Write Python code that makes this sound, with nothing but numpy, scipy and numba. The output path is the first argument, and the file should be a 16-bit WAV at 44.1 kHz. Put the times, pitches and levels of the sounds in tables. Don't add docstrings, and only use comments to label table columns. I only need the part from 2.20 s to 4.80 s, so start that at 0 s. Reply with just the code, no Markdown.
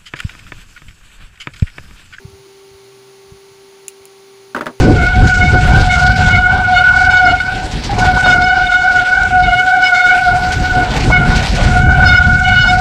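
import sys
import numpy as np
from scipy import signal
from scipy.fft import rfft, irfft
from scipy.io import wavfile
from scipy.ndimage import uniform_filter1d
from numba import njit

SR = 44100
rng = np.random.default_rng(int(sys.argv[2]) if len(sys.argv) > 2 else 0)


def master(y):
    cut = np.clip(np.atleast_2d(y).T, -1, 1)
    pcm = np.round(cut * 32767)
    wavfile.write(sys.argv[1], SR, pcm.astype(np.int16))


N = 114660


def amp(db):
    return 10 ** (np.asarray(db) / 20)


def unit(x):
    return x / np.std(x)


def noise(spectrum):
    hz, db = np.array(spectrum).T
    bins_hz = np.maximum(np.fft.rfftfreq(N, 1 / SR), 1)
    shape = amp(np.interp(np.log(bins_hz), np.log(hz), db))
    return unit(irfft(rfft(rng.standard_normal(N)) * shape, N))


def wander(rate_hz):
    hold = int(SR / rate_hz)
    steps = np.repeat(rng.standard_normal(N // hold + 1), hold)
    return unit(uniform_filter1d(uniform_filter1d(steps, hold), hold)[:N])


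def decay(t, t60_s):
    return np.exp(-np.log(1000) * t / t60_s)


def pulse(hz, length_s):
    t = np.arange(int(length_s * SR)) / SR
    return -np.sin(2 * np.pi * hz * t) * np.sin(np.pi * t / length_s) ** 2


def highpass(x, hz):
    return signal.sosfilt(signal.butter(4, hz, "high", fs=SR, output="sos"), x)


def add(out, start_s, sound):
    i = int(start_s * SR)
    out[i:i + len(sound)] += sound[:N - i]


@njit
def follow(x, attack_s, release_s):
    out, level = np.empty(len(x)), 0.
    for i in range(len(x)):
        level += (x[i] - level) / (SR * (attack_s if x[i] > level else release_s))
        out[i] = level
    return out


def fan(t):
    # multiple of the shaft rate, rms level in dB. The blade tone is first.
    tones = [(7, -43.5), (8, -71.5), (12, -77), (14, -61), (16, -61.5), (20, -67), (24, -67.5), (28, -77.5),
             (35, -69)]
    # frequency in Hz, relative density in dB.
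    hiss_spectrum = [(20, -15), (40, -11), (70, -9), (120, -2), (180, 2.5), (300, 5), (550, 0.5),
                     (700, -0.5), (850, 1), (1050, 0.5), (1150, 5), (1250, -3), (1380, 0.5), (1900, -3),
                     (2200, 3), (2450, -0.5), (3800, -1), (4300, 2), (5400, -4), (6650, -1.5),
                     (7500, -10.5), (8000, -16.5), (8900, -9), (9800, -3.5), (11600, -14.5), (12600, -17),
                     (13800, -19), (14800, -11), (15450, -7), (15700, -32)]
    # time in seconds, drone level in dB.
    drone_levels = [(0, -67), (.5, -60), (.75, -53), (1.05, -57), (1.5, -67.5), (2.0, -61.5), (2.6, -54)]
    shaft_hz = 55.87 * (1 + .00083 * wander(5.18))
    shaft_rad = 2 * np.pi * np.cumsum(shaft_hz) / SR
    out = amp(-48) * noise(hiss_spectrum)
    for k, (multiple, db) in enumerate(tones):
        waver_db = .5 * wander(17.2) if k == 0 else .7 * wander(5.4)
        phase_rad = multiple * shaft_rad + 2 * np.pi * rng.random()
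        out += np.sqrt(2) * amp(db + waver_db) * np.sin(phase_rad)
    drone_hz = 130.2 + 7 * wander(29.44)
    drone_db = np.interp(t, *np.array(drone_levels).T) + 2 * wander(13)
    return out + amp(drone_db) * np.sin(2 * np.pi * np.cumsum(drone_hz) / SR)


def hands(t):
    # frequency in Hz, relative density in dB.
    rumble_spectrum = [(20, -15), (50, 1), (100, 2.5), (200, -4), (400, -9), (1000, -49)]
    # time in seconds, rumble level in dB.
    rumble_levels = [(0, -67), (.09, -50), (.15, -55), (.3, -64), (.5, -62), (.95, -74), (1.15, -51),
                     (1.25, -71), (1.38, -58), (1.55, -72), (2.6, -73)]
    # start in seconds, level in dB, pitch in Hz, length in seconds.
    bumps = [(.0, -46, 248, 0.046), (0.046, -21.5, 116.5, 0.018), (0.07, -33, 98, 0.031),
             (.112, -38, 84, 0.057), (.185, -42.5, 129, 0.037), (0.25, -44, 346, 0.042),
             (.508, -41, 102, 0.02), (.538, -42, 80, .03), (1.117, -27.5, 114, 0.014),
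             (1.305, -46.5, 119, 0.028), (1.803, -47, 104, 0.022)]
    out = noise(rumble_spectrum) * amp(np.interp(t, *np.array(rumble_levels).T))
    for start_s, db, hz, length_s in bumps:
        add(out, start_s, amp(db) * pulse(hz, length_s))
    return out


def small_part_clicks(t):
    # start in seconds, gain in dB, most excited frequency in Hz.
    contacts = [(.1, -29, 8500), (1.682, 2.5, 6300), (1.8544, -12.5, 10900)]
    # frequency in Hz, relative level in dB, T60 in seconds.
    part_modes = [(2490, -33.5, 0.039), (2703, -25, 0.025), (2840, -39.5, 0.086), (5500, -27, 0.0055),
                  (7240, -18, 0.007), (7480, -30, 0.016), (9960, -19, 0.0066), (10900, -20, 0.0023),
                  (15000, -24, .008)]
    # frequency in Hz, relative density in dB.
    snap_spectrum = [(500, -46), (1700, -14), (2500, -8), (3500, -4), (5000, -6.5), (7100, -3), (8100, -6),
                     (10000, 4.5), (12000, -10), (13700, -6), (15200, -4), (16500, -8)]
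    off_band_db, second_snap_s, second_snap_db = -5.5, .0006, -18
    out = np.zeros(N)
    ring = sum(amp(db) * np.sin(2 * np.pi * hz * t) * decay(t, t60_s) for hz, db, t60_s in part_modes)
    for start_s, db, contact_hz in contacts:
        grain = noise(snap_spectrum)
        snap = amp(-13.5) * grain[-len(t):] * decay(t, t60_s=.0035)
        room = amp(-32) * grain[:len(t)] * decay(t, t60_s=.08)
        click = ring + snap + room
        band = signal.lfilter(*signal.iirpeak(contact_hz, Q=2, fs=SR), click)
        add(out, start_s, amp(db) * (band + amp(off_band_db) * (click - band)))
        add(out, start_s + second_snap_s, amp(db + second_snap_db) * snap)
    return highpass(out, hz=2050)


def iron_clatter(t):
    # start in seconds, gain in dB, crack offset in dB, knock offset in dB.
    blows = [(2.3476, 6.5, 3, -2.5), (2.3633, 3, -0.5, 2), (2.3658, 1, -4, -1), (2.372, -4.5, -7, 6),
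             (2.3845, -10.5, 9, -13), (2.391, -7, 4, -2), (2.4093, 5.5, 0.5, 2), (2.459, -0.5, 6.5, -9),
             (2.4668, 4.5, 5.5, -1.5)]
    # frequency in Hz, relative level in dB, T60 in seconds.
    table_modes = [(244.7, -26.5, 0.12), (318.3, -31.5, 0.14), (374, -35, 0.12), (504.6, -31.5, 0.075),
                   (600, -24.5, 0.091), (637, -45, 0.14), (765, -35, .07), (940, -30, 0.13),
                   (1106, -39, .04), (1450, -32.5, .06), (1555, -32, 0.037), (1995, -32.5, 0.041)]
    # frequency in Hz, relative density in dB.
    rattle_spectrum = [(40, -15), (130, -3), (250, 4), (600, 4), (820, 0), (1200, 2.5), (1600, 2.5),
                       (2300, -10), (3800, -16), (6000, -23), (10000, -31), (13500, -36), (15200, -28),
                       (16000, -50)]
    crack_spectrum = [(300, -8), (1500, 8.5), (2800, 0.5), (4300, -6), (6500, -14.5), (7500, -17),
                      (10000, -12), (13500, -38), (15200, -11), (16500, -39)]
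    rattle_db, crack_db, knock_db = -20, -24.5, -12
    split_hz, spread_s = 1180, .00066
    out = np.zeros(N)
    lowpass = signal.butter(2, split_hz, fs=SR, output="sos")
    spread = 1 - np.exp(-t / spread_s)
    ring = sum((-1) ** k * amp(db) * np.sin(2 * np.pi * hz * t) * decay(t, t60_s)
               for k, (hz, db, t60_s) in enumerate(table_modes))
    for start_s, db, crack_offset_db, knock_offset_db in blows:
        grain = noise(rattle_spectrum)[:len(t)]
        low = signal.sosfiltfilt(lowpass, grain)
        rattle = low * decay(t, t60_s=.12) + (grain - low) * decay(t, t60_s=.079)
        crack = amp(crack_db + crack_offset_db) * noise(crack_spectrum)[:len(t)] * decay(t, t60_s=.016)
        body = highpass(spread * ring + crack, hz=157)
        knock = amp(knock_db + knock_offset_db) * pulse(hz=1294, length_s=.0025)
        add(out, start_s, amp(db) * (body + amp(rattle_db) * spread * rattle))
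        add(out, start_s, amp(db) * knock)
    return out


def scene():
    t = np.arange(N) / SR
    impact_t = t[:SR // 2]
    return (fan(t) + hands(t) + small_part_clicks(impact_t) + iron_clatter(impact_t))[None]


def record(dry):
    threshold_db, ratio, look_ahead_s, top_hz = -23, 1.47, .0095, 15700
    envelope = follow(np.abs(dry[0]), attack_s=.00071, release_s=.017)
    ahead = np.interp(np.arange(N) + look_ahead_s * SR, np.arange(N), envelope)
    gain = np.maximum(ahead / amp(threshold_db), 1) ** (1 / ratio - 1)
    lowpass = signal.ellip(8, .2, 70, top_hz, fs=SR, output="sos")
    return signal.sosfilt(lowpass, dry * gain)


dry = scene()
out = record(dry)
master(out)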